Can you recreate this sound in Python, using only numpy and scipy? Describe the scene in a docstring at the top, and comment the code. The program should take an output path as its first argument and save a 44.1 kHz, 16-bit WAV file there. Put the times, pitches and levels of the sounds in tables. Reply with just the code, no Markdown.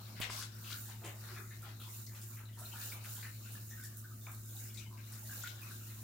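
"""A water wall in a workshop: a film of water slides down a glass panel and drops onto pebbles in a basin.
All through, pump and mains hum under a trickle and a fine spray, both shaped noise, with small chance drips.
Splashes (clumps of ringing bubbles) crowd the start; at 0.2 s a tap on the hand-held recorder makes one pulse.
Dull footfalls, low roughened tones, come from 1.0 to 1.7 s; splashes and stone clicks liven up near 5.4 s.
The hard room rings after every splash, as fading noise, and two unlike microphone ports take in the sound."""
import sys
import numpy as np
from scipy import signal
from scipy.fft import rfft, irfft, next_fast_len
from scipy.io import wavfile
from scipy.ndimage import uniform_filter1d, map_coordinates

SR = 44100
rng = np.random.default_rng(int(sys.argv[2]) if len(sys.argv) > 2 else 0)


def to_wav(sig):
    """Store sig (one row per channel, or 1-D mono) as 16-bit WAV at the path in sys.argv[1].

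    Samples outside -1..1 are clipped; the rate is SR.
    """
    pcm = np.clip(np.atleast_2d(sig), -1, 1) * 32767
    pcm = np.round(pcm).astype(np.int16)
    wavfile.write(sys.argv[1], SR, pcm.T)  # frames by channels


N = 266011  # length in samples, about 6 s
TOP_HZ = 15870  # nothing sounds above this


def amp(db):
    """Turns decibels into a plain multiplier."""
    return 10 ** (np.asarray(db) / 20)


def unit(x):
    """Scales a sound to an rms (average strength) of 1."""
    return x / np.sqrt(np.mean(x ** 2) + 1e-20)


def along(points, hz):
    """Reads a curve of (f/Hz, value) points, with frequency on a log axis."""
    f, v = np.transpose(points)
    return np.interp(np.log(hz + 1), np.log(f + 1), v)


def over_time(points):
    """Reads a curve of (t/s, value) points at every sample."""
    return np.interp(np.arange(N) / SR, *np.transpose(points))


def wobble(rate):
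    """A smooth random curve through this many random points a second."""
    knots = rng.standard_normal(int(N * rate / SR) + 4)
    return map_coordinates(knots, [np.arange(N) * rate / SR])


def filtered(x, response):
    """Makes each frequency of x louder or softer, as the response says."""
    m = next_fast_len(N + SR // 2)
    return irfft(rfft(x, m) * response(np.fft.rfftfreq(m, 1 / SR)), m)[..., :N]


def patchy(spectrum, patchy_db, flicker_db):
    """Two unrelated noises, rms 1 together, sharing louder and softer patches and a fast flicker."""
    z = signal.stft(rng.standard_normal((2, N)), nperseg=512)[2]
    field = uniform_filter1d(rng.standard_normal(z.shape[1:]), size=8, axis=0)  # smooth over frequency
    field = uniform_filter1d(field, size=10, axis=1)  # smooth over time
    pair = signal.istft(z * amp(patchy_db * unit(field)), nperseg=512)[1][:, :N]
    flickering = pair * amp(flicker_db * wobble(300))
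    return unit(filtered(flickering, lambda hz: amp(along(spectrum, hz))))


# Steady tones of pump and mains: f/Hz, level/dB (rms), waver/dB
PUMP_TONES = [(59.5, -73, 2), (108.2, -50, 0.6), (116.1, -66, 2), (120, -69, 3), (216.5, -67.5, 1),
              (349, -75, 1.5)]
# Colour of the room's rumble: f/Hz, relative level/dB per Hz
RUMBLE_COLOUR = [(12, -21), (25, 0.5), (45, -9), (75, 2.5), (140, -0.5), (190, 2), (300, -3.5), (370, -6),
                 (470, -18), (700, -15), (1000, -74)]


def pump():
    """Pump and mains give steady, slightly wavering tones over the rumble of the room."""
    t = np.arange(N) / SR
    tones = np.zeros(N)
    for hz, db, waver_db in PUMP_TONES:
        level = amp(db + waver_db * wobble(4))
        tones += level * np.sin(2 * np.pi * (hz * t + rng.random()))
    rumble = amp(-63) * patchy(RUMBLE_COLOUR, patchy_db=1, flicker_db=1.0)
    return np.sqrt(2) * tones * [[1], [0]] + rumble  # the tones take the first path only


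# Loudness of the spray before its swell: t/s, level/dB
SPRAY_LOUDNESS = [(0.0, -56), (0.23, -57.5), (0.45, -60), (0.6, -55.5), (0.78, -50), (0.98, -56.5),
                  (1.08, -52.5), (1.26, -50), (1.38, -53.5), (1.75, -55), (1.88, -54), (2.1, -53.5),
                  (2.42, -56), (2.7, -52), (2.88, -50.5), (3.01, -57.5), (3.12, -50.5), (3.35, -52),
                  (3.6, -57), (3.8, -53.5), (4.02, -56), (4.22, -53.5), (4.4, -55), (4.6, -51.5),
                  (4.8, -54.5), (5.04, -56.5), (5.2, -53), (5.42, -50.5), (5.52, -53.5), (5.6, -56),
                  (5.69, -52.5), (6.03, -54)]
# Colour of the spray: f/Hz, relative level/dB per Hz
SPRAY_COLOUR = [(1760, -53), (3000, -62), (3260, -66), (3830, -10), (4980, -3.5), (7100, 8.5), (7940, 3),
                (12500, 4.5), (13500, 5), (14600, 12.5), (15700, 5.5)]


def spray(swell):
    """Fine spray is a bright hiss: countless tiny drops blur into flickering noise."""
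    level = amp(over_time(SPRAY_LOUDNESS) + 2.52 * swell)  # swell in dB
    return level * patchy(SPRAY_COLOUR, patchy_db=1.2, flicker_db=0.9)


# Loudness of the trickle before its swell: t/s, level/dB
TRICKLE_LOUDNESS = [(0.0, -58), (0.2, -57.5), (0.34, -49), (0.5, -59), (0.86, -63), (1.0, -62), (1.15, -61),
                    (1.3, -53.5), (1.47, -64), (1.71, -58), (1.88, -65), (2.48, -66.5), (2.82, -56),
                    (3.0, -60.5), (3.31, -61), (3.47, -60), (3.55, -62.5), (3.65, -66.5), (3.82, -64),
                    (3.97, -67), (4.2, -64), (4.42, -66), (4.62, -66.5), (4.85, -65), (5.12, -59),
                    (5.24, -65), (5.36, -60), (5.5, -60.5), (5.61, -58.5), (6.03, -65)]
# Colour of the trickle: f/Hz, relative level/dB per Hz
TRICKLE_COLOUR = [(260, -26), (450, -4), (963, -4), (1460, 3), (2040, -6), (2860, -3), (3270, -8),
                  (3820, 0.5), (4500, -2.5), (5850, -4.5), (9900, -120)]


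def trickle(swell):
    """Water trickling between the pebbles is a patchy noise, lower than the spray."""
    level = amp(over_time(TRICKLE_LOUDNESS) + 2 * swell)  # swell in dB
    return level * patchy(TRICKLE_COLOUR, patchy_db=3, flicker_db=0.0)


def water_film():
    """The steady water: trickle and spray swell together."""
    swell = wobble(8)
    return trickle(swell) + spray(swell)


def knock():
    """A finger taps the housing by the right port: a dip and a rebound, stronger on the right."""
    u = (np.arange(N) / SR - 0.203) / 0.00063  # time from the middle of the tap, in steps of 0.63 ms
    return amp([[-44], [-24]]) * u * np.exp(-abs(u) ** 0.96)


# Dull footfalls on the floor: t/s, level/dB, f/Hz
FOOTFALLS = [(1.032, -49, 336), (1.301, -53, 366), (1.38, -52.5, 382), (1.7, -57, 340)]
FOOTFALL_T60_S, FOOTFALL_RISE_S = 0.3, 0.012  # time to fall by 60 dB; time scale of the soft start
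FOOTFALL_ROUGH = 0.8  # depth of the random roughness


def footfalls():
    """Low, roughened, soft-starting thuds, sent down the first path, which both ports share."""
    out, t = np.zeros((2, N + SR)), np.arange(SR // 2) / SR
    for s, db, hz in FOOTFALLS:
        rough = uniform_filter1d(rng.standard_normal(len(t)), size=400)
        ring = np.sin(2 * np.pi * hz * t) * (1 + FOOTFALL_ROUGH * unit(rough))
        envelope = amp(db - 60 * t / FOOTFALL_T60_S) * (1 - np.exp(-t / FOOTFALL_RISE_S))
        out[0, round(s * SR):][:len(t)] += envelope * ring
    return out[:, :N]


# Drops striking pebbles: t/s, click level/dB, f/Hz, level/dB of the droplets thrown up
PEBBLE_DROPS = [(0.2019, -42, 14600, -52), (0.3016, -56, 6900, -56.5), (0.416, -38, 5550, -51.5),
                (0.8675, -52, 7500, -63), (0.899, -41.5, 7000, -67), (1.045, -65, 8500, -57),
                (1.62, -54, 14200, -61.5), (1.8, -56, 15400, -60), (1.958, -53, 15500, -62),
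                (2.142, -56, 14400, -66), (2.2159, -43, 8700, -60.5), (2.5893, -43, 11000, -59),
                (2.651, -44, 15200, -62), (2.811, -64, 10400, -61.5), (2.837, -40, 13600, -59.5),
                (2.9156, -43, 14600, -55), (3.041, -63, 8700, -60), (3.521, -52, 13500, -58),
                (3.692, -43, 14900, -66), (3.8367, -47, 8700, -55.5), (3.971, -41, 14400, -57.5),
                (4.3165, -42, 14400, -62), (4.3306, -54, 14800, -79), (4.349, -41, 14900, -77),
                (4.563, -53, 13900, -63), (4.744, -42, 7400, -62.5), (5.123, -48, 8500, -60),
                (5.4256, -38, 5700, -67), (5.4357, -32.5, 7170, -77), (5.474, -37, 14300, -62),
                (5.6166, -42, 14200, -62), (5.712, -46, 10200, -62)]
TICK_T60_S, TICK_RISE_S = 0.014, 0.0002  # time to fall by 60 dB; time scale of the start
TICK_NOISY = 0.55  # strength of the noisy crack, which mostly colours the highest clicks
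BOUNCE_S, BOUNCE_DB = 0.0125, -9  # delay and level of the echo off the floor


def ticks():
    """A drop on stone gives a very short ringing click, then an echo off the floor by the second path."""
    out, t = np.zeros((2, N + SR)), np.arange(SR // 100) / SR
    for s, db, hz, _ in PEBBLE_DROPS:
        crack = np.diff(rng.standard_normal(len(t) + 2), 2)
        ring = np.sin(2 * np.pi * min(hz, TOP_HZ) * t) + TICK_NOISY * (hz / TOP_HZ) ** 3 * crack
        envelope = amp(db - 60 * t / TICK_T60_S) * (1 - np.exp(-t / TICK_RISE_S))
        out[0, round(s * SR):][:len(t)] += envelope * ring
    delay = round(BOUNCE_S * SR)
    out[1, delay:] = amp(BOUNCE_DB) * out[0, :-delay]
    return out[:, :N]


def spatter():
    """Rows like the splashes: droplets thrown up by each click, spread by half an octave."""
    return [(s, db, hz, 0.5, 0.012) for s, _, hz, db in PEBBLE_DROPS]


def drips(count):
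    """Rows like the splashes: small drips of scattered pitch at chance moments."""
    when = rng.random(count) * N / SR
    level_db = -76 + 1.5 * rng.standard_normal(count)
    pitch_hz = 2600 * 2 ** (0.7 * rng.standard_normal(count))  # scattered by 0.7 octaves
    return [(s, db, hz, 0.06, 0.012) for s, db, hz in zip(when, level_db, pitch_hz)]


# How long the room rings at each pitch: f/Hz, time to fall by 60 dB/s
ROOM_RING = [(300, 0.79), (2000, 0.28), (6000, 0.19), (15000, 0.2)]


def echoed(burst, hz, near_db):
    """Hard walls scatter a burst into fading noise, different along two paths, after the straight sound."""
    t = np.arange(SR * 2 // 5) / SR
    fade = amp(-60 * t / along(ROOM_RING, hz)) * (1 - np.exp(-t / 0.006))  # the scatter builds up in some 6 ms
    tail = rng.standard_normal((2, len(t))) * fade
    tail /= np.linalg.norm(tail, axis=1, keepdims=True)
    tail[0, 0] = amp(near_db)  # the straight sound
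    even_burst = burst[None] / np.linalg.norm(burst)
    return signal.fftconvolve(even_burst, tail, axes=1) * np.sqrt(0.075 * SR)  # energy like rms 1 for 75 ms


# Splashes at set times, loud and faint: t/s, level/dB, bubble f/Hz, pitch spread/octaves,
# half the time over which bubbles start/s
TIMED_SPLASHES = [(0.155, -51.5, 2450, 0.46, 0.048), (0.198, -57, 1050, 0.45, 0.014),
                  (0.2143, -49.5, 2840, 0.29, 0.0044), (0.2156, -56, 6700, 0.22, 0.014),
                  (0.242, -65, 5500, 0.47, 0.0049), (0.222, -52, 2950, 0.36, 0.0032),
                  (0.23, -50.5, 2640, 0.33, 0.0029), (0.237, -60, 2720, 0.46, 0.0028),
                  (0.2417, -53.5, 2400, 0.34, 0.0015), (0.248, -65, 2930, 0.22, 0.004),
                  (0.2978, -54, 1560, 0.45, 0.0021), (0.303, -46.5, 5130, 0.5, 0.05),
                  (0.308, -48, 13000, 0.54, 0.045), (0.386, -65, 1060, 0.1, 0.00463),
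                  (0.413, -59.5, 1550, 0.13, 0.008), (0.64, -53.5, 3400, 0.36, 0.036),
                  (0.704, -58.5, 1457, 0.11, 0.022), (0.704, -54.5, 4000, 0.48, 0.008),
                  (0.722, -71, 2010, 0.26, 0.002), (0.7258, -55, 4260, 0.33, 0.0025),
                  (0.73, -61, 1466, 0.12, 0.031), (1.06, -63.5, 690, 0.19, 0.01),
                  (0.883, -65, 906, 0.16, 0.026), (0.889, -60.5, 2430, 0.67, 0.022),
                  (1.018, -55, 790, 0.68, 0.026), (1.037, -55.5, 2460, 0.31, 0.03),
                  (1.216, -65.5, 1530, 0.25, 0.021), (1.287, -60.5, 1556, 0.28, 0.019),
                  (1.346, -63.5, 2410, 0.052, 0.022), (1.359, -60.5, 1750, 0.093, 0.018),
                  (1.362, -59.5, 1320, 0.13, 0.028), (1.507, -62.5, 1910, 0.16, 0.015),
                  (1.626, -63.5, 1375, 0.065, 0.014), (1.631, -56.5, 2450, 0.83, 0.03),
                  (1.665, -68, 820, 0.18, 0.0043), (1.798, -67, 1304, 0.079, 0.01),
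                  (1.8, -58.5, 3500, 0.19, 0.03), (1.828, -67, 1006, 0.15, 0.032),
                  (2.066, -64, 5240, 0.19, 0.0054), (2.114, -66, 1110, 0.34, 0.035),
                  (2.148, -63, 3300, 0.46, 0.016), (2.369, -64.5, 2000, 0.31, 0.014),
                  (2.402, -66, 1230, 0.23, 0.018), (2.455, -72, 3900, 0.023, 0.0037),
                  (2.572, -64.5, 1190, 0.36, 0.017), (2.609, -67, 780, 0.23, 0.0091),
                  (2.622, -66, 1340, 0.041, 0.0048), (2.654, -64, 3920, 0.061, 0.0086),
                  (2.719, -63, 2800, 0.076, 0.01), (2.734, -66, 893, 0.053, 0.0044),
                  (2.739, -62, 1375, 0.07, 0.017), (2.755, -64.5, 1720, 0.037, 0.035),
                  (2.816, -64.5, 4200, 0.084, 0.0047), (2.919, -63, 920, 0.49, 0.029),
                  (2.92, -60, 2270, 0.058, 0.0032), (2.933, -70, 2210, 0.034, 0.04),
                  (3.044, -63, 2300, 0.27, 0.0085), (3.046, -63, 1390, 0.1, 0.026),
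                  (3.229, -69, 3940, 0.087, 0.0027), (3.163, -62, 3640, 0.2, 0.029),
                  (3.179, -67.5, 1070, 0.41, 0.0078), (3.228, -55, 1810, 0.23, 0.02),
                  (3.435, -72.5, 2720, 0.045, 0.039), (3.458, -70, 1430, 0.052, 0.0042),
                  (3.553, -66, 1696, 0.052, 0.0035), (3.705, -66.5, 5970, 0.079, 0.008),
                  (3.71, -63.5, 1786, 0.025, 0.018), (3.768, -62.5, 1510, 0.059, 0.027),
                  (3.839, -65.5, 1757, 0.063, 0.01), (4.044, -65, 1512, 0.056, 0.013),
                  (4.099, -70, 1240, 0.059, 0.011), (4.213, -70, 3600, 0.025, 0.04),
                  (4.267, -62.5, 2330, 0.03, 0.0035), (4.268, -59, 1290, 0.26, 0.018),
                  (4.479, -78, 1440, 0.056, 0.0097), (4.529, -77, 1490, 0.052, 0.0092),
                  (4.644, -74.5, 1540, 0.089, 0.019), (4.55, -75, 776, 0.11, 0.0072),
                  (4.567, -68, 3750, 0.053, 0.0034), (4.747, -74, 2100, 0.05, 0.01),
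                  (4.772, -63.5, 2370, 0.07, 0.02), (4.773, -61.5, 3820, 0.066, 0.006),
                  (4.776, -59, 6000, 0.34, 0.012), (4.746, -70.5, 4700, 0.08, 0.002),
                  (4.652, -68.5, 5080, 0.057, 0.02), (4.645, -76.5, 2070, 0.055, 0.015),
                  (4.808, -67, 2870, 0.05, 0.035), (4.905, -68, 1030, 0.076, 0.025),
                  (4.974, -68, 2410, 0.16, 0.017), (5.124, -69, 2050, 0.38, 0.019),
                  (5.219, -75.5, 867, 0.062, 0.0053), (5.256, -70, 4000, 0.17, 0.016),
                  (5.293, -64, 1550, 0.05, 0.0034), (5.307, -65.5, 1650, 0.056, 0.006),
                  (5.323, -63, 1600, 0.067, 0.01), (5.4, -56, 4070, 0.33, 0.051),
                  (5.4377, -54, 1432, 0.026, 0.003), (5.44, -61, 6300, 0.13, 0.03),
                  (5.445, -60.5, 2030, 0.17, 0.014), (5.473, -66, 1510, 0.081, 0.0016),
                  (5.475, -58.5, 3370, 0.23, 0.0042), (5.621, -62.5, 2456, 0.04, 0.012),
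                  (5.561, -74, 7000, 0.072, 0.001), (5.628, -67.5, 1250, 0.12, 0.02),
                  (5.71, -64.5, 1470, 0.061, 0.0031), (5.808, -70.5, 1380, 0.052, 0.014)]
IMPACT_DB, BUBBLE_SCATTER_DB = 22, 2  # most lift of the first bubble; random spread of the others
SUDDEN_S, CLEAR_SPREAD = 0.02, 0.3  # much longer (s) or wider (octaves) splashes have no leading bubble
BUILD_DB = 4.5  # how much fainter a long splash begins
NEAR_DB, WASH_DB = 4, 10  # straight sound over its scatter; its loss in long wide splashes


def bubbles(hz, spread, lasts):
    """Each trapped bubble rings and dies away; a wider spread of pitch means shorter, crackling ones."""
    pitch, size = rng.standard_normal((2, 72, 1))
    start = lasts * 2 * np.sort(rng.random((72, 1)), axis=0) ** 1.5
    size_db = BUBBLE_SCATTER_DB * size
    # the first bubble marks the impact
    pitch[0], size_db[0] = 0, IMPACT_DB * np.exp(-lasts / SUDDEN_S - abs(spread) / CLEAR_SPREAD)
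    f = np.clip(hz * 2 ** (spread * pitch), 200, TOP_HZ)
    life = (0.76 / (abs(spread) + 0.0059)) / f
    t = np.arange(int(SR * (2 * lasts + 6 * life.max()))) / SR
    age = np.maximum(t - start + start[0], 0)
    # long splashes swell
    long_share = 1 - np.exp(-(lasts / SUDDEN_S) ** 2)
    size_db = size_db - BUILD_DB * long_share * np.exp(-2 * start / lasts)
    # a bubble swells in about a cycle, and its pitch climbs a little as it rises
    envelope = np.exp(-age / life) * (1 - np.exp(-age * f / 0.42))
    ring = np.sin(2 * np.pi * f * age * (1 + 0.012 * age / life))
    return (amp(size_db) * envelope * ring / np.sqrt(life)).sum(0)


def splashes():
    """Splashes, spatter and drips each trap a clump of bubbles, and the room rings after it."""
    out = np.zeros((2, N + SR))
    for s, db, hz, spread, lasts in TIMED_SPLASHES + spatter() + drips(count=100):
        near_db = NEAR_DB - WASH_DB * abs(spread) * lasts / SUDDEN_S
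        sound = echoed(bubbles(hz, spread, lasts), hz, near_db)
        out[:, round(s * SR):][:, :sound.shape[1]] += amp(db) * sound
    return out[:, :N]


# How alike left and right are: f/Hz, likeness (1 = the same, 0 = unrelated)
LIKENESS = [(25, 0.57), (60, 1), (150, 0.89), (380, 0.75), (700, 0.38), (1400, 0.011), (2800, 0.028),
            (5980, 0.0057), (15000, 0.021)]


def scene():
    """Adds the sources; the two paths reach the ports alike in the bass and nearly unrelated in the treble."""
    paths = pump() + water_film() + footfalls() + ticks() + splashes()
    turn = lambda hz: np.arccos(np.clip(along(LIKENESS, hz), -1, 1)) / 2
    mid, side = filtered(paths, lambda hz: np.array([np.cos(turn(hz)), np.sin(turn(hz))]))
    return np.array([mid + side, mid - side]) + knock()


# Left port over right port: f/Hz, level/dB
PORT_BALANCE = [(100, 1.2), (300, 0.9), (1000, 0.2), (2000, 4.5), (4000, 10), (5200, 11), (6500, 14),
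                (7100, 11.5), (7900, -1), (10500, -0.5), (12000, 0), (13200, -21), (15500, -10)]


def record(dry):
    """The ports share the sound unequally, by frequency; nothing is kept above the band limit."""
    share = lambda hz: np.sqrt(2 / (1 + amp(np.outer([-2, 2], along(PORT_BALANCE, hz)))))
    return filtered(dry, lambda hz: share(hz) * (hz < TOP_HZ))


dry = scene()
out = record(dry)
to_wav(out)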